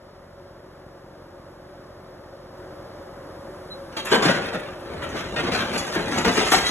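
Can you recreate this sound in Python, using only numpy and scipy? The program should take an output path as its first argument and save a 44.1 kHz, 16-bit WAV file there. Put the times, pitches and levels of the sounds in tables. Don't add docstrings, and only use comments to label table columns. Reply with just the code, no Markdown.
import sys
import numpy as np
from scipy import signal
from scipy.fft import rfft, irfft, next_fast_len
from scipy.io import wavfile
from scipy.ndimage import map_coordinates

SR = 44100
rng = np.random.default_rng(int(sys.argv[2]) if len(sys.argv) > 2 else 0)


def dump_mix(stems):
    frames = np.atleast_2d(stems).T
    limited = np.clip(frames, -1, 1)
    pcm = np.round(limited * 32767).astype(np.int16)
    wavfile.write(sys.argv[1], SR, pcm)


N = 295470

T = np.arange(N) / SR
PADDED = next_fast_len(N + 8192)
FREQS = np.arange(PADDED // 2 + 1) * SR / PADDED

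# [onset t/s, length t/s, level/dB before weighting, bass weight/dB, treble weight/dB]
CRUNCH_EVENTS = [(3.918, 0.047, -44, -2, -1), (3.963, 0.035, -28.5, -4, 2), (4.05, 0.063, -28.5, -10, 0),
                 (4.111, 0.047, -17.5, -4.5, -1.5), (4.219, 0.043, -18.5, -1.5, 1),
                 (4.27, 0.043, -21.5, -1.5, -1), (4.324, 0.045, -32, -3, 1), (4.369, 0.013, -34, 11.5, -14),
                 (4.412, 0.084, -33, -0.5, -2.5), (4.524, 0.031, -29.5, 3.5, -6),
                 (4.648, 0.026, -43, 10.5, -14), (4.91, 0.0078, -48.5, 18.5, -15),
                 (4.948, 0.019, -48, 12, -19), (5.012, 0.038, -31, -6, -7), (5.109, 0.054, -35, 3.5, -5),
                 (5.155, 0.048, -31.5, -2, 0), (5.357, 0.047, -24, -2, -6), (5.423, 0.019, -32, 7.5, -0.5),
                 (5.464, 0.028, -29, 5, -4), (5.511, 0.065, -23.5, -2, 0.5), (5.583, 0.038, -26.5, 3.5, 0),
                 (5.729, 0.031, -28.5, 4, 3), (5.772, 0.031, -43.5, 10, 24.5),
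                 (5.918, 0.032, -30.5, -12, 5.5), (5.951, 0.078, -29, 8, -25), (6.06, 0.036, -34.5, 7, -13),
                 (6.104, 0.066, -28, 2.5, 1), (6.167, 0.041, -26, 4.5, 0), (6.242, 0.048, -20, 3, 0.5),
                 (6.355, 0.064, -22, 1, 5.5), (6.447, 0.035, -26.5, -5, 5), (6.508, 0.042, -21, 0, 9),
                 (6.555, 0.026, -28, -11, 7.5), (6.653, 0.034, -33, -18, 14)]
# [f/Hz, spectral density level/dB]
HEAP_SPECTRUM = [(30, -18), (70, -13.5), (120, -7.5), (180, -1.5), (420, -2), (700, -4), (1000, -7.5),
                 (1500, -5), (2400, -9), (4300, -10.5), (6000, -17), (8000, -21.5), (9500, -22.5),
                 (11800, -29.5), (13000, -41)]
# [multiple of its pitch, level/dB]
PLATE_MODES = [(0.647, -3.5), (1.001, 1.5), (1.329, -0.5), (1.46, -6), (1.944, -4.5), (2.31, -6.5),
               (2.56, -7), (2.83, -14)]
FIRST_TOUCH_S = CRUNCH_EVENTS[0][0]

PULL_START_S, PULL_RISE_S = 4.723, 0.3



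def undb(db):
    return 10 ** (np.asarray(db) / 20)


def unit(x):
    return x / np.sqrt(np.mean(x ** 2) + 1e-18)


def across(table, hz):
    f, *columns = np.transpose(table)
    return [np.interp(np.log(hz + 1), np.log(f), c) for c in columns]


def ring(x, response):
    return signal.fftconvolve(np.atleast_2d(x), np.atleast_2d(response), axes=1)[:, :x.shape[-1]]


def colour(x, table):
    size = 4096
    level_db, = across(table, np.arange(size // 2 + 1) * SR / size)
    cepstrum = irfft(np.log(undb(level_db)))
    cepstrum[1:size // 2] *= 2
    cepstrum[size // 2 + 1:] = 0
    return ring(x, irfft(np.exp(rfft(cepstrum))))


def heft(x, bass_db, treble_db, bass_hz=600, treble_hz=3600):
    size = x.shape[1]
    hz = np.arange(size // 2 + 1) * SR / size
    spectrum = rfft(x)
    bass = irfft(spectrum / (1 + (hz / bass_hz) ** 4), size)
    treble = irfft(spectrum * (1 - 1 / (1 + (hz / treble_hz) ** 4)), size)
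    return x + (undb(bass_db) - 1) * bass + (undb(treble_db) - 1) * treble


def walk(rate, size=N):
    points = rng.standard_normal(4096)
    return 1.21 * np.interp(T[:size] * rate, np.arange(len(points)), points)


def wander(x, depth, rate):
    place = np.cumsum(1 + depth * walk(rate, size=x.shape[1]))
    return np.array([map_coordinates(row, [place], mode="mirror") for row in x])


def tone(hz, waver, rate):
    turns = np.cumsum(hz * (1 + waver * walk(rate))) / SR
    return unit(np.sin(2 * np.pi * turns))


def fade(t, t60):
    return np.exp(-np.log(1000) * t / t60)


def ramp(start_s, rise_s):
    return np.clip((T - start_s) / rise_s, 0, 1)


def add(out, sound, s, db):
    start = int(s * SR)
    out[:, start:start + sound.shape[1]] += undb(db) * sound[:, :N - start]


def body(x, length):
    onset = x[:, :int((length + .008) * SR)]
    return x / np.sqrt(np.mean(onset ** 2, axis=1, keepdims=True) + 1e-18)



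def effort(db_per_s=1.19, lower_s=2.51, lower_rise_s=0.08, lower_db=2.5):
    return db_per_s * T + lower_db * ramp(lower_s, lower_rise_s)


def firings(hz, cylinders_db, scatter_db):
    # [f/Hz, level/dB]
    silencer = [(25, -11), (44, -3.5), (90, -1.5), (135, -2), (180, -3.5), (240, -7.5), (365, -11.5),
                (560, -30), (900, -24.5), (3000, -88)]
    turns = np.cumsum(hz * (1 + 0.0021 * walk(3.33))) / SR
    at = np.flatnonzero(np.diff(np.floor(turns)))
    scatter = scatter_db * rng.standard_normal(N)[:len(at)]
    pulses = np.zeros(N)
    pulses[at] = undb(np.resize(cylinders_db, len(at)) + scatter)
    return unit(colour(pulses - pulses.mean(), silencer)), turns % 1


def diesels(start_db=-47, exhaust_db=-5, far_db=-10, clatter_db=0, hum_waver=0.00804, hum_flutter_db=2.0,
            throb=0.11, drift=.012, swell_db=0.6):
    # [f/Hz, spectral density level/dB]
    block_spectrum = [(30, -6), (55, -29), (85, -0.5), (180, -7), (450, -6.5), (700, -3), (1200, -4),
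                      (1800, -10), (2600, -22), (4000, -29), (12000, -29.5)]
    # [f/Hz, full width at half amplitude/Hz, level over the clatter/dB]
    housing_modes = [(358, 57, 10), (554.7, 100, 11.5)]
    # [f/Hz, level against the clatter/dB, gain as the grab is lowered/dB]
    hum_lines = [(167, -23.5, -0.5), (300.4, -19, -1), (368, -11.5, 0), (550, -13.5, 3)]
    db = start_db + effort()
    cylinders_db = [9.0, 10.0, 12.5, -4.0, 11.0, 10.0]
    near, phase = firings(45.1, cylinders_db, scatter_db=-1.0)
    far, _ = firings(39.35, [0, 1, -1, 0], scatter_db=-3.0)
    knock = .06 * np.cos(2 * np.pi * phase)
    sag = throb * np.cos(2 * np.pi * phase / len(cylinders_db))
    pulsing = 1 + knock + sag

    clatter = colour(rng.standard_normal((2, N)) * pulsing, block_spectrum)
    spectrum = rfft(clatter, PADDED)
    housing = np.zeros((2, N))
    for hz, width, gain in housing_modes:
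        resonance = irfft(spectrum / (1 + (2 * (FREQS - hz) / width) ** 2), PADDED)[:, :N]
        housing += resonance * undb(gain + swell_db * walk(9))
    clatter = unit(wander(clatter + housing, drift, rate=5)) * undb(clatter_db)

    lowering = ramp(2.51, 0.08)
    hum = np.zeros(N)
    for hz, gain, more in hum_lines:
        hum += undb(gain + more * lowering + hum_flutter_db * walk(12)) * tone(hz, hum_waver, rate=16)

    thud = undb(exhaust_db) * near + undb(far_db) * far
    thud = thud * undb(db[0] + 0.5 * (db - db[0]))
    shared_only = np.array([[1], [0]])
    return clatter * undb(db) + (hum * pulsing * undb(db) + thud) * shared_only


def valves(oil_db=-65.5, oil_per_engine_db=0.96, jaws_s=3.15, jaws_rise_s=0.3, jaws_db=-61, flutter_db=.7):
    # [f/Hz, spectral density level/dB]
    oil_spectrum = [(1000, -49), (3000, 11.5), (5600, 13.5), (6500, -25), (12000, -12)]
    # [f/Hz, spectral density level/dB]
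    jaw_spectrum = [(1500, -25), (4000, 2), (7500, -10), (9500, 4), (11500, -15), (13000, -9)]
    oil = unit(colour(rng.standard_normal((2, N)), oil_spectrum))
    oil = oil * undb(oil_db + oil_per_engine_db * effort())
    jaws = unit(colour(rng.standard_normal((2, N)), jaw_spectrum))
    jaws = jaws * undb(jaws_db) * ramp(jaws_s, jaws_rise_s)
    return (oil + jaws) * undb(flutter_db * walk(8.2))



def impacts(count, rate, scatter_db):
    chance, force = rng.random(count), rng.standard_normal(count)
    return (chance < rate / SR) * undb(scatter_db * np.clip(force, -2, 2))


def burst(length, rate=1300, scatter_db=3, bite=0.63, bite_t60=0.097, release_t60=0.08, attack_s=0.0085,
          jerks_per_s=130, jerk_db=3, size=24000):
    t = np.arange(size) / SR
    attack = np.minimum(t / attack_s, 1) * (1 + bite * fade(t, bite_t60))
    release = fade(np.maximum(t - length, 0), release_t60)
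    jerks = undb(jerk_db * np.clip(walk(jerks_per_s, size=size), -1.5, 1.5))
    return attack * release * jerks * impacts(size, rate, scatter_db)


def sheet(ring_t60=.13, crack_t60=.012, ring_db=3, spacing=.11, size=16384):
    t, hz = np.arange(size) / SR, np.arange(size // 2 + 1) * SR / size
    apart_hz = 20 + spacing * np.minimum(hz, 4500)
    present = rng.random(len(hz)) < SR / size / apart_hz
    phases = np.exp(2j * np.pi * rng.random((2, len(hz))))
    modes = present * np.sqrt(apart_hz) * phases
    low = 1 / (1 + (hz / 3000) ** 4)
    low_tones = irfft(modes * low) * fade(t, ring_t60)
    high_tones = .75 * irfft(modes * (1 - low)) * fade(t, ring_t60 * .6)
    crack = rng.standard_normal((2, size)) * fade(t, crack_t60)
    return unit(unit(crack) + undb(ring_db) * unit(low_tones + high_tones)) / np.sqrt(size)



def pull(start_db=-39.5, db_per_s=5):
    return ramp(PULL_START_S, PULL_RISE_S) * undb(start_db + db_per_s * (T - PULL_START_S))


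def unrest(loose_db=-9, shake_s=0.06, fall_s=0.069, settle_t60_s=1.09):
    feed = np.zeros(N)
    for s, length, db, _, _ in CRUNCH_EVENTS:
        start, end = int((s + fall_s) * SR), int((s + fall_s + length) * SR)
        feed[start:end] += undb(db + loose_db) ** 2 / (shake_s * SR)
    kept = fade(1 / SR, settle_t60_s) ** 2
    return np.sqrt(signal.lfilter([1], [1, -kept], feed))


def rumble(low_hz=42, high_hz=105, load_db=-46, settle_db=-32):
    load = undb(load_db) * ramp(PULL_START_S, PULL_RISE_S)
    strength = np.hypot(load, undb(settle_db) * unrest())
    bumps = impacts(N, 300, 5.4) * rng.standard_normal((2, N))
    floor = signal.butter(3, [low_hz, high_hz], "band", fs=SR, output="sos")
    return unit(signal.sosfilt(floor, bumps)) * strength


def rattle(rate=280, scatter_db=4, uneven_db=4, count=130, contact_s=.055, size=8192):
    contact = np.sin(np.pi * np.minimum(np.arange(size) / SR / contact_s, 1))
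    out = np.zeros((2, N))
    for s in np.linspace(FIRST_TOUCH_S - .1, N / SR, count, endpoint=False):
        blows = contact * impacts(size, rate, scatter_db)
        scrape = ring(blows, sheet(ring_db=5, spacing=.16, size=size))
        add(out, unit(scrape), s, rng.uniform(-uneven_db, uneven_db))
    return unit(colour(out, HEAP_SPECTRUM)) * np.sqrt(np.mean(T > FIRST_TOUCH_S))


def grinding(settle_bass_db=-1, settle_treble_db=-10, pull_bass_db=6, pull_treble_db=-6,
             pull_bass_db_per_s=-3.5, pull_treble_db_per_s=7.5):
    settling, hauled = unrest() ** 2, pull() ** 2
    share = hauled / (settling + hauled + 1e-18)
    hauling_s = np.maximum(T - PULL_START_S, 0)
    edges_db = pull_treble_db + pull_treble_db_per_s * hauling_s
    big_db = pull_bass_db + pull_bass_db_per_s * hauling_s
    bass_db = (1 - share) * settle_bass_db + share * big_db
    treble_energy = (1 - share) * undb(settle_treble_db) ** 2 + share * undb(edges_db) ** 2
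    return heft(rattle(), bass_db, 10 * np.log10(treble_energy)) * np.sqrt(settling + hauled)


def offcuts(level_db=-10, low_hz=800, high_hz=4600, ring_t60=.06, count=130, uneven_db=4, bounce_s=.03,
            rebound=.55, small_db_per_octave=-4, contact_s=.001, size=6000):
    t = np.arange(size) / SR
    envelope = np.minimum(t / contact_s, 1) * fade(t, ring_t60)
    sizes = rebound ** np.arange(3)
    out = np.zeros((2, N))
    for when, small, force, drop in rng.random((count, 4)):
        s = FIRST_TOUCH_S + when * (N / SR - FIRST_TOUCH_S)
        hz = low_hz * (high_hz / low_hz) ** small
        tones = np.zeros((2, size))
        for ratio, mode_db in PLATE_MODES:
            tones += undb(mode_db) * np.sin(2 * np.pi * (hz * ratio * t + rng.random((2, 1))))
        landing_s = (np.cumsum(sizes) - 1) * bounce_s * (1 + drop)
        landings = np.zeros((2, size))
        landings[:, (landing_s * SR).astype(int)] = sizes
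        db = uneven_db * (2 * force - 1) + small_db_per_octave * np.log2(hz / low_hz)
        add(out, ring(landings, tones * envelope), s, db)
    even = unit(out) * np.sqrt(np.mean(T > FIRST_TOUCH_S))
    return even * undb(level_db) * np.hypot(unrest(), pull())



def squeals(waver=0.0031, rise_s=0.029, ring_t60=0.13):
    # [onset t/s, length t/s, f/Hz, level/dB]
    slips = [(5.3, 0.17, 2800, -61), (3.7, 0.022, 4000, -33), (6.533, 0.18, 5600, -43),
             (6.616, 0.064, 1983, -31), (6.644, 0.024, 4000, -20), (6.62, 0.068, 3290, -37)]
    out = np.zeros(N)
    for s, length, hz, db in slips:
        drive = ramp(s, rise_s) * fade(np.maximum(T - s - length, 0), ring_t60)
        out += undb(db) * drive * tone(hz, waver, rate=120)
    return np.array([out, out * 0.15])


def booms(sharpness=2.94):
    # [onset t/s, length t/s, f/Hz, level/dB]
    flexes = [(4.11, 0.013, 230, -26.5), (4.113, 0.038, 434, -18), (4.158, 0.016, 216, -26),
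              (4.228, 0.062, 169, -26), (4.271, 0.021, 610, -23), (4.532, 0.025, 177, -36.5),
              (5.745, 0.024, 201, -33.5), (6.13, 0.14, 48, -44), (6.242, 0.027, 410, -28.5),
              (6.273, .035, 253, -27), (6.365, 0.02, 246, -30), (6.516, 0.025, 750, -20.5),
              (6.522, 0.035, 238, -38), (6.514, 0.024, 1330, -23)]
    out = np.zeros((2, N))
    for s, length, hz, db in flexes:
        blows = ring(burst(length), sheet(ring_db=-17.5))
        b, a = signal.iirpeak(hz, sharpness, fs=SR)
        boom = signal.lfilter(b, a, signal.lfilter(b, a, blows))
        add(out, body(boom, length), s, db)
    return out


def ticks(sharpness=1.8, snap=1.7):
    # [onset t/s, length t/s, f/Hz, level/dB]
    snaps = [(4.05, 0.007, 9500, -37), (4.063, 0.0099, 10000, -46), (4.129, .025, 10800, -38.5),
             (4.461, 0.004, 11600, -47.5), (4.535, 0.014, 10600, -50.5), (4.594, .012, 9000, -51.5),
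             (4.794, .014, 10600, -59), (5.03, 0.017, 10500, -51), (5.091, .016, 7000, -48),
             (5.695, .012, 7900, -50), (5.861, 0.012, 6260, -44), (6.177, 0.0088, 6260, -31),
             (6.336, 0.021, 6260, -35), (6.489, 0.039, 6600, -36), (6.516, 0.016, 9200, -26)]
    out = np.zeros((2, N))
    for s, length, hz, db in snaps:
        skips = burst(length, rate=660, release_t60=0.039)
        skips[0] += snap
        edge = ring(skips, sheet(ring_t60=0.06, ring_db=0, spacing=0.14))
        b, a = signal.iirpeak(min(hz, 13000), sharpness, fs=SR)
        sound = signal.lfilter(b, a, signal.lfilter(b, a, edge))
        add(out, body(sound, length), s, db)
    return out


def clanks(crack_db=-1, crack_treble_db=-7, crack_t60=0.023, contact_s=0.0045, flex=0.0099, flex_t60=0.12,
           pair=0.012, size=24000):
    # [onset t/s, reference pitch f/Hz, level/dB, ring t60/s of the lowest modes]
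    hard_blows = [(3.968, 1740, -36, .14), (4.122, 1500, -27, .1), (4.132, 1250, -21, .12),
                  (4.145, 1560, -22, .11), (4.159, 730, -23, .1), (4.225, 1218, -26, .18),
                  (4.258, 1820, -25, .16), (4.285, 1437, -22, .28), (4.35, 1140, -31, .3),
                  (4.456, 1880, -36, .18), (4.545, 1330, -33, .2), (4.632, 1700, -41, .15),
                  (4.686, 1200, -42, .14), (5.02, 1500, -37, .2), (5.168, 1510, -36, .2),
                  (5.362, 1850, -30, .2), (5.467, 1650, -32, .18), (5.52, 1950, -30.5, .16),
                  (5.59, 1400, -32, .2), (5.761, 1150, -29, .16), (5.958, 1640, -29, .22),
                  (6.122, 1360, -30, .2), (6.182, 1900, -28, .16), (6.249, 1430, -23, .18),
                  (6.289, 1980, -25, .15), (6.377, 1240, -26, .18), (6.392, 1600, -25, .18),
                  (6.518, 1362, -17.5, .3), (6.545, 1410, -18.5, .14), (6.586, 1600, -26, .2)]
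    t = np.arange(size) / SR
    seconds = np.cumsum(1 + flex * fade(t, flex_t60)) / SR
    crack_envelope = np.minimum(t / contact_s, 1) * fade(t, crack_t60)
    out = np.zeros((2, N))
    for s, hz, db, t60 in hard_blows:
        tones = np.zeros((2, size))
        for ratio, mode_db in PLATE_MODES:
            turns = hz * ratio * seconds
            start, twin = rng.random((2, 2, 1))
            first = np.sin(2 * np.pi * (turns + start))
            second = .5 * np.sin(2 * np.pi * (turns * (1 + pair) + twin))
            tones += undb(mode_db) * (first + second) * fade(t, t60 / np.sqrt(max(ratio, 1)))
        crack = colour(rng.standard_normal((2, size)) * crack_envelope, HEAP_SPECTRUM)
        crack = heft(crack, 0, crack_treble_db)
        add(out, body(tones, 0) + undb(crack_db) * body(crack, 0), s, db)
    return out


def crunches(bend=.009, bend_rate=45):
    out = np.zeros((2, N))
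    for s, length, db, bass_db, treble_db in CRUNCH_EVENTS:
        clang = np.zeros((2, 24000))
        for _ in range(2):
            clang += wander(ring(burst(length), sheet()), bend, bend_rate)
        crunch = body(colour(clang, HEAP_SPECTRUM), length)
        add(out, heft(crunch, bass_db, treble_db), s, db)
    return out



def trailer(x, t60_s=0.42, echo_db=-9, first_s=0.016, size=16000, count=16):
    t = np.arange(size) / SR
    decay = fade(t, t60_s) * np.clip(t / first_s - 1, 0, 1)
    places = np.linspace(FIRST_TOUCH_S * SR, N, count + 1).astype(int)
    out = x.copy()
    for start, end in zip(places, places[1:]):
        tail = unit(rng.standard_normal((2, size)) * decay) / np.sqrt(size)
        add(out, signal.fftconvolve(x[:, start:end], tail, axes=1), start / SR, echo_db)
    return out


def ports(x, leftness, spread_db):
    # [f/Hz, lead of the left/rad]
    port_phase = [(1400, 0), (2300, 1.3), (3500, 1.6), (4300, 3.1), (5200, 3.1), (6300, 6.3), (7500, 6.3),
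                  (8300, 9.4), (9600, 9.4), (10400, 12.6), (11700, 12.6), (12500, 15.7)]
    # [f/Hz, unlike share/dB, left minus right/dB]
    port_field = [(80, -26, 0), (180, -19, 1), (350, -12, 2), (700, -6.5, 3.3), (1400, -9, .3),
                  (2800, -9, .2), (4700, -15, 0), (7000, -7.5, 0), (12000, -7, 0)]
    shared, apart = rfft(x, PADDED)
    phase, = across(port_phase, FREQS)
    apart_db, pan_db = across(port_field, FREQS)
    share = undb(apart_db + spread_db) + .2 * np.sin(phase) ** 2
    side = np.array([[1], [-1]])
    pair = (shared + 1j * side * share * apart) / np.sqrt(1 + share ** 2)
    panned = pair * undb(side * leftness * pan_db / 2)
    return irfft(panned * np.exp(1j * side * phase / 2), PADDED)[:, :N]


def scene():
    machinery = diesels() + valves()
    loose = rumble() + grinding() + offcuts()
    struck = squeals() + booms() + ticks() + clanks() + crunches()
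    scrap = trailer(loose + struck)
    return ports(machinery, leftness=0.23, spread_db=-2.0) + ports(scrap, leftness=1.14, spread_db=1.0)


def record(dry, ceiling=0.75, low_hz=34, top_hz=13150):
    bass_cut = signal.butter(4, low_hz, "high", fs=SR, output="sos")
    thinned = signal.sosfilt(bass_cut, dry)
    rounded = thinned / (1 + (thinned / ceiling) ** 6) ** (1 / 6)
    top_cut = signal.ellip(10, .2, 80, top_hz, fs=SR, output="sos")
    return signal.sosfilt(top_cut, rounded)


dry = scene()
out = record(dry)
dump_mix(out)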